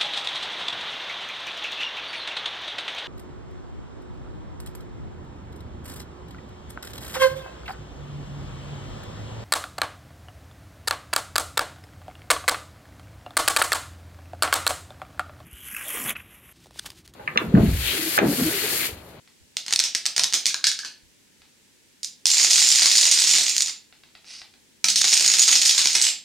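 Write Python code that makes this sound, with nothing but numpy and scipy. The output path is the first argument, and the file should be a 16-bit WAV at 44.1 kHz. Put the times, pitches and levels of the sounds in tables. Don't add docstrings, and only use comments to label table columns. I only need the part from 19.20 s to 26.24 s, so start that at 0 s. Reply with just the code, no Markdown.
import sys
import numpy as np
from scipy import signal
from scipy.fft import rfft, irfft, next_fast_len
from scipy.io import wavfile
from scipy.ndimage import uniform_filter1d, minimum_filter1d

SR = 44100
rng = np.random.default_rng(int(sys.argv[2]) if len(sys.argv) > 2 else 0)


def master_out(mix):
    frames = np.transpose(np.atleast_2d(mix))
    ceiling = np.clip(frames, -1, 1)
    pcm = np.round(ceiling * 32767).astype(np.int16)
    wavfile.write(sys.argv[1], SR, pcm)


N = 310464

# frequency in Hz, relative level in dB.
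AIR_TONE = [(15, -38.5), (25, -18), (119, -6.5), (152, -8.5), (233, -2.5), (537, -12.5), (684, -20.5),
            (945, -16), (1140, -22), (1620, -15.5), (1750, -13.5), (7700, -14.5), (15500, -28)]
# frequency in Hz, likeness (1 is identical).
AIR_LIKENESS = [(60, 0.14), (300, 0.18), (2000, 0.09), (8000, 0.21)]
# start in seconds, peak level in dB.
TAP_HITS = [(0.076, -39), (2.219, -37.5), (2.254, -46), (4.726, -35), (4.836, -35), (4.888, -45),
            (4.952, -30.5), (5.045, -36), (5.217, -27), (5.339, -39)]
# frequency in Hz, relative level in dB.
TAP_TONE = [(150, -9.5), (400, -29), (700, 0.5), (1100, -5), (2000, 2), (4800, 1), (7000, -27),
            (14000, -35)]
# frequency in Hz, seconds to fade by 60 dB.
ECHO_FADE = [(200, 0.28), (530, 0.42), (1400, 0.29), (3700, 0.34), (7000, 0.25), (13000, 0.24)]
# frequency in Hz, gain in dB.
ECHO_TONE = [(60, -8), (120, -1), (155, 7), (190, 3), (220, -2.5), (290, 5), (480, -3.5), (1000, -2.5),
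             (2500, -2.5), (7000, -1.5), (14000, 1)]
# frequency in Hz, likeness (1 is identical).
ECHO_LIKENESS = [(60, 0.05), (130, 0.19), (290, 0.76), (640, 0.87), (1410, 1), (3100, 0.81), (6820, 0.71),
                 (15000, 0.72)]
# start in seconds, relative level in dB.
HAND_BUMPS = [(0.2, -55.5), (1.82, -57), (2.19, -63)]
# start in seconds, level in dB, brightness in Hz,
# amount of floor knock (higher is boomier), relative echo level in dB.
TILE_STRIKES = [(.368, -4.5, 5060, 3, -2), (.463, -16.5, 5000, 15, 1.5), (.481, -11.5, 4660, 19, 2.5),
                (0.507, -11, 5470, 23, 0), (.525, 5.5, 4810, 16, -9), (0.535, 7.5, 4890, -3, -14),
                (0.5596, 1.5, 5360, -8, -9.5), (.591, -1, 5400, -13, -7), (.599, 7, 5040, 1, -7),
                (0.6379, -6.5, 5530, 8, 7), (0.7487, 4.5, 5050, 13, -6), (.8547, -6, 4500, 8, 3.5),
                (0.8624, -0.5, 5040, -8, -7), (.963, -6, 5740, 17, 5.5), (0.979, 0, 6080, 26.5, -18),
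                (.994, 3, 5000, 18.5, -2), (1.035, 3, 6160, 6, -9.5), (1.041, -1, 6280, 15, -1),
                (1.125, -9, 4720, 11, -1), (1.1347, -2.5, 5780, 5, -9), (1.1395, 2.5, 6200, 7.5, 2.5),
                (1.256, -0.5, 5700, -6, 0), (1.2647, -2.5, 6500, 6.5, 4.5),
                (1.3426, -4.5, 5000, 13.5, -2.5), (1.441, 3, 3490, -13.5, -1.5),
                (1.468, -0.5, 5700, -10, 4.5), (1.515, -9, 4850, -14, -2), (1.5895, -14.5, 4880, -2, 3),
                (1.6471, -19, 4650, 18, 9), (2.8304, -15, 7080, -7, 5), (2.845, -10.5, 7180, -4, -4.5),
                (3.055, 10, 5080, -13, -10), (3.067, 3, 7230, -13, -1.5), (3.114, 1, 7280, -11, 0),
                (3.1968, 6, 4350, 0, -14), (3.2453, 7, 6930, 27, -14.5), (3.308, 5.5, 6350, -0.5, -3.5),
                (3.6193, 2, 4380, 14.5, 2), (3.657, 6.5, 5310, 8, -4), (3.7802, 7, 7000, -9, -9.5),
                (4.183, -3, 5400, 14.5, 5.5), (4.3645, -3.5, 6800, 7, -5), (4.38, 1, 6770, 5, -9),
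                (4.406, -2.5, 6770, -7, -8.5), (4.4206, 4.5, 6980, -9, -13), (4.459, -11.5, 4700, -10, -10),
                (4.494, -14.5, 4600, -8, -13), (5.642, 10, 6000, 9, -6), (5.684, 3.5, 5350, -2, 0.5),
                (5.701, -2, 6700, -2, 0.5), (5.7578, 4.5, 5000, -9, 0), (5.8131, 12.5, 6500, 16, -22),
                (5.8417, 5.5, 4850, 10.5, -5.5), (5.927, 8.5, 5190, 5, -20.5), (5.937, 4, 6800, -2, -14),
                (5.975, 5, 4750, -14, -8.5), (6.0614, 8, 6690, 16, -14), (6.077, 11, 6720, -21, -13),
                (6.193, 11.5, 6820, -7, -15), (6.2784, 0, 6650, 21, 3), (6.327, 5.5, 4930, 7, -1),
                (6.493, 10, 5300, -13, -8), (6.579, 2.5, 4600, 3, 4.5), (6.6562, 6.5, 5050, 17, -9),
                (6.671, 5, 4900, -8, -4.5), (6.751, 11.5, 5600, 11, -6)]
# frequency in Hz, relative level in dB.
CLACK_TONE = [(59, -71.5), (100, -25.5), (188, -24.5), (487, -27), (758, -21.5), (1130, -22.5), (2370, -7),
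              (3120, -6), (5070, 1.5), (6390, -2), (6810, -2.5), (7560, -9.5), (8410, -6.5), (10400, -20.5),
              (15500, -31)]
# start in seconds, relative level in dB.
HOLLOW_HITS = [(1.302, -27.5), (1.342, -15.5), (1.44, -12.5), (1.47, -12), (1.515, -19.5), (1.589, -21.5),
               (1.632, -20), (1.648, -19.5)]
# pitch in Hz, width in Hz, relative level in dB.
HOLLOW_NOTES = [(1604, 165, 3), (1750, 141, 1)]
# start in seconds, seconds of pouring,
# seconds of running out, relative level in dB, typical ring pitch of the tiles in Hz.
FALLS = [(3.07, 1.06, .38, -13.5, 7050), (5.76, .72, .44, -15, 6800), (6.75, .11, .055, -13.5, 7620)]
# frequency in Hz, relative level in dB.
SLIDE_TONE = [(350, -49), (600, -28), (1190, -30), (2800, -14), (3460, -18.5), (5070, -6.5), (7340, -24.5),
              (9060, -22), (14000, -61)]
# pitch in Hz, level in dB, seconds to fade by 60 dB.
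STACK_NOTES = [(190, -47.5, 1.4), (1300, -39.5, 0.33), (15500, -36.5, .3)]
# frequency in Hz, left minus right in dB.
MIC_BALANCE = [(60, 4), (110, -1), (200, -2.5), (380, 0), (700, 0), (1290, 1), (2380, -0.5), (4400, 1),
               (8120, -7), (15000, 1)]
# frequency in Hz, left minus right phase in radians.
MIC_PHASE = [(7000, 0.11), (9000, 1.13), (12000, 0.35), (15000, 2.3)]


def amp(db):
    return 10 ** (np.asarray(db) / 20)


def unit(x):
    return x / np.sqrt(np.mean(x ** 2) + 1e-20)


def along(points, hz):
    freqs, values = np.transpose(points)
    return np.interp(np.log(hz + 1), np.log(freqs + 1), values)


def filtered(x, response):
    n = x.shape[-1]
    padded = next_fast_len(n + SR // 10)
    return irfft(rfft(x, padded) * response(np.fft.rfftfreq(padded, 1 / SR)), padded)[..., :n]


def add(track, start_s, sound):
    start = max(round(start_s * SR), 0)
    part = track[start:start + len(sound)]
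    part += sound[:len(part)]


def stereo_noise(n, likeness):
    angle = lambda hz: np.arccos(np.clip(along(likeness, hz), -1, 1)) / 2
    shares = lambda hz: np.array([np.cos(angle(hz)), np.sin(angle(hz))])
    mid, side = filtered(rng.standard_normal((2, n)), shares)
    return np.array([mid + side, mid - side])


def room_air(level_db=-58.5):
    noise = stereo_noise(N, AIR_LIKENESS)
    return amp(level_db) * unit(filtered(noise, lambda hz: amp(along(AIR_TONE, hz))))


def contact_pulses(tone_db, size=1024, swell_hz=5200, swell_width_hz=2400):
    hz = np.fft.rfftfreq(size, 1 / SR)
    cepstrum = irfft(np.log(amp(np.maximum(tone_db(hz), -70))))
    cepstrum[..., 1:size // 2] *= 2
    cepstrum[..., size // 2 + 1:] = 0
    resonance = swell_hz ** 2 - hz ** 2 + 1j * hz * swell_width_hz
    wave = irfft(np.exp(rfft(cepstrum)) * np.conj(resonance) / resonance)
    return wave / np.abs(wave).max(-1, keepdims=True)


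def dull_taps(rock_db=-7, rock_s=0.00262):
    track = np.zeros(N)
    pulse = contact_pulses(lambda hz: along(TAP_TONE, hz))
    for start, db in TAP_HITS:
        add(track, start, amp(db) * pulse)
        add(track, start + rock_s * rng.uniform(0.33, 1), amp(db + rock_db) * pulse)
    return track


def room_echo(sound, tail_db=3, tail_rise_s=0.0035, near_db=-5, near_rise_s=0.00078, near_fade_s=0.013):
    n = SR // 2
    t = np.arange(n) / SR
    hz, times, bands = signal.stft(stereo_noise(n, ECHO_LIKENESS), SR, nperseg=256)
    fade = amp(-60 * times / along(ECHO_FADE, hz)[:, None])
    tail = signal.istft(bands * fade, SR, nperseg=256)[1][:, :n]
    tail = unit(tail * (1 - np.exp(-t / tail_rise_s)))
    tail = filtered(tail, lambda hz: amp(along(ECHO_TONE, hz)))
    near_shape = amp(-60 * t / near_fade_s) * (1 - np.exp(-t / near_rise_s))
    near = unit(stereo_noise(n, ECHO_LIKENESS) * near_shape)
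    response = (amp(tail_db) * tail + amp(near_db) * near) / np.sqrt(n)
    return signal.oaconvolve(sound[None], response, axes=1)[:, :N]


def hand_thuds(gain_db=-2.5, rise_s=.018, rumble_hz=65):
    loudness, t = np.zeros(N), np.arange(SR // 4) / SR
    for start, db in HAND_BUMPS:
        add(loudness, start, amp(db + gain_db) * t / rise_s * np.exp(1 - t / rise_s))
    rumble = filtered(rng.standard_normal((2, N)), lambda hz: hz / rumble_hz / (1 + (hz / rumble_hz) ** 4))
    return loudness * unit(rumble)


def tile_rings(pitch_hz, level_db, uneven_db=2, fade_s=0.2, jostle_hz=65, bend_db=-11, bend_fade_s=0.029):
    t = np.arange(SR // 10) / SR
    chance = rng.standard_normal((len(pitch_hz), 41))
    strength = amp(level_db + uneven_db * chance[:, 0])
    waver = jostle_hz * signal.resample(chance[:, 1:], len(t), axis=1)
    phase = 2 * np.pi * np.cumsum(pitch_hz[:, None] + waver, axis=1) / SR
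    ring = amp(-60 * t / fade_s) * np.sin(phase)
    bend = amp(bend_db - 60 * t / bend_fade_s) * np.sin(phase / 2.5)
    return strength[:, None] * (ring + bend)


def clacks(bright_hz, knock_db, ring_hz, ring_db, tilt_db=9, uneven_db=2, rebound_s=.0013):
    chance = rng.standard_normal((len(bright_hz), 30))

    def tone_db(hz):
        hardness = np.log2(bright_hz / 5200)[:, None]
        tilt = hardness * np.clip(np.log2((hz + 1) / 5200), -1.1, .45)
        knock = knock_db[:, None] / (1 + (hz / 1700) ** 4) * hz / (hz + 180)
        ripple = signal.resample(chance[:, 2:], len(hz), axis=1)
        bass_loss = 20 * np.log10(1 + (130 / (hz + 1)) ** 2)
        return along(CLACK_TONE, hz) + tilt_db * tilt + knock + uneven_db * ripple - bass_loss

    waves = tile_rings(ring_hz, ring_db)
    delays = np.cumsum(rebound_s * np.exp(.7 * chance[:, :2]), axis=1)
    for wave, pulse, (edge_s, face_s) in zip(waves, contact_pulses(tone_db), delays):
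        add(wave, 0, pulse)
        add(wave, edge_s, amp(-10) * pulse)
        add(wave, face_s, -amp(-14) * pulse)
    return waves


def tile_strikes(lag_s=.001, ring_db=-25, free_ring_hz=6770, damping_db_per_hz=.012, spots=8):
    starts, db, bright_hz, knock, echo_db = np.transpose(TILE_STRIKES)
    damping_db = damping_db_per_hz * np.maximum(free_ring_hz - bright_hz, 0)
    waves = clacks(bright_hz, knock_db=0.73 * knock, ring_hz=bright_hz, ring_db=ring_db - damping_db)
    direct, to_room = np.zeros(N), np.zeros((spots, N))
    for i, wave in enumerate(waves):
        add(direct, starts[i] + lag_s, amp(db[i]) * wave)
        add(to_room[i % spots], starts[i] + lag_s, amp(db[i] + echo_db[i]) * wave)
    return direct, to_room


def hollow_knocks(gain_db=-9, fade_s=0.027):
    def cavity(hz):
        return sum((-1) ** k * amp(db) * 1j * hz * width / (pitch ** 2 - hz ** 2 + 1j * hz * width)
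                   for k, (pitch, width, db) in enumerate(HOLLOW_NOTES))

    track, t = np.zeros(N), np.arange(SR // 8) / SR
    for start, db in HOLLOW_HITS:
        chatter = rng.standard_normal(len(t)) * amp(-60 * t / fade_s)
        knock = filtered(chatter, cavity)
        add(track, start, amp(db + gain_db) * knock / np.abs(knock).max())
    return track


def tile_flow(swell_s=0.056, swell_db=7.5, gather_s=0.4, gather_db=2, run_out_db=12, thinning=.6):
    start, pour_s, run_out_s, db, _ = np.transpose(FALLS)
    t = np.arange(N) / SR
    fall = np.maximum(np.searchsorted(start, t) - 1, 0)
    age = t - start[fall]
    swelled = np.clip(age / swell_s, 0, 1)
    gathered = np.clip(age / np.minimum(gather_s, pour_s[fall] / 2), 0, 1)
    spent = np.clip((age - pour_s[fall]) / run_out_s[fall], 0, 1)
    force_db = db[fall] - swell_db * (1 - swelled) - gather_db * (1 - gathered) - run_out_db * spent
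    rate = (age > 0) * (spent < 1) * (1 - thinning * spent)
    return fall, force_db, rate, spent


def falling_towers(hits=400, spots=8, gain_db=6.3, uneven_db=4.2, bright_hz=5650, dulling=.2):
    fall, force_db, rate, spent = tile_flow()
    timing, hardness, knock, size, tile_set, detune = rng.standard_normal((hits, 6)).T
    fallen = np.cumsum(rate)
    progress = np.clip(np.arange(hits) + timing, .5, hits - .5) / hits
    at = np.searchsorted(fallen, fallen[-1] * progress)
    pitch_spread = np.where(tile_set > .5, .08, .024)
    ring_hz = np.transpose(FALLS)[-1][fall[at]] * np.exp(pitch_spread * detune)
    clack_hz = bright_hz * np.exp(.24 * hardness) * (1 - dulling * spent[at])
    waves = clacks(clack_hz, knock_db=-2 + 4.5 * knock, ring_hz=ring_hz, ring_db=-24)
    gains = amp(force_db[at] + gain_db + uneven_db * np.minimum(size, 1.2))
    tracks = np.zeros((spots, N))
    for i in range(hits):
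        add(tracks[i % spots], at[i] / SR, gains[i] * waves[i])
    return tracks


def tile_slide(start_s=5.04, rise_s=0.084, stop_s=0.13, level_db=-40.5, grit_db=4):
    noise = rng.standard_normal(N)
    roughness = unit(uniform_filter1d(rng.standard_normal(N), size=40))
    catches = noise * amp(grit_db * roughness)
    speed = np.interp(np.arange(N) / SR - start_s, [0, rise_s, rise_s + stop_s], [0, 1, 0])
    return amp(level_db) * speed * unit(filtered(catches, lambda hz: amp(along(SLIDE_TONE, hz))))


def stack_ring(start_s=5.643):
    track, t = np.zeros(N), np.arange(SR) / SR
    for hz, db, fade_s in STACK_NOTES:
        add(track, start_s, amp(db - 60 * t / fade_s) * np.sin(2 * np.pi * hz * t))
    return track


def microphones(hz):
    half = np.array([[.5], [-.5]])
    return amp(along(MIC_BALANCE, hz) * half) * np.exp(1j * along(MIC_PHASE, hz) * half)


def scene():
    strikes, strikes_to_room = tile_strikes()
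    clatter = falling_towers()
    knocks_and_slide = hollow_knocks() + tile_slide()
    taps = dull_taps()
    echoes = sum(room_echo(spot) for spot in amp(-3) * strikes_to_room + clatter)
    echoes += room_echo(amp(-5) * knocks_and_slide + taps)
    tiles = strikes + clatter.sum(0) + knocks_and_slide + taps + stack_ring() + echoes
    return filtered(tiles, microphones) + room_air() + hand_thuds()


def record(dry):
    ceiling, window, top_hz = .97, round(.0011 * SR), 15900
    needed_gain = np.minimum(1, ceiling / (np.abs(dry).max(0) + 1e-9))
    smooth_gain = uniform_filter1d(minimum_filter1d(needed_gain, window), window)
    return filtered(dry * smooth_gain, lambda hz: hz < top_hz)


dry = scene()
out = record(dry)
master_out(out)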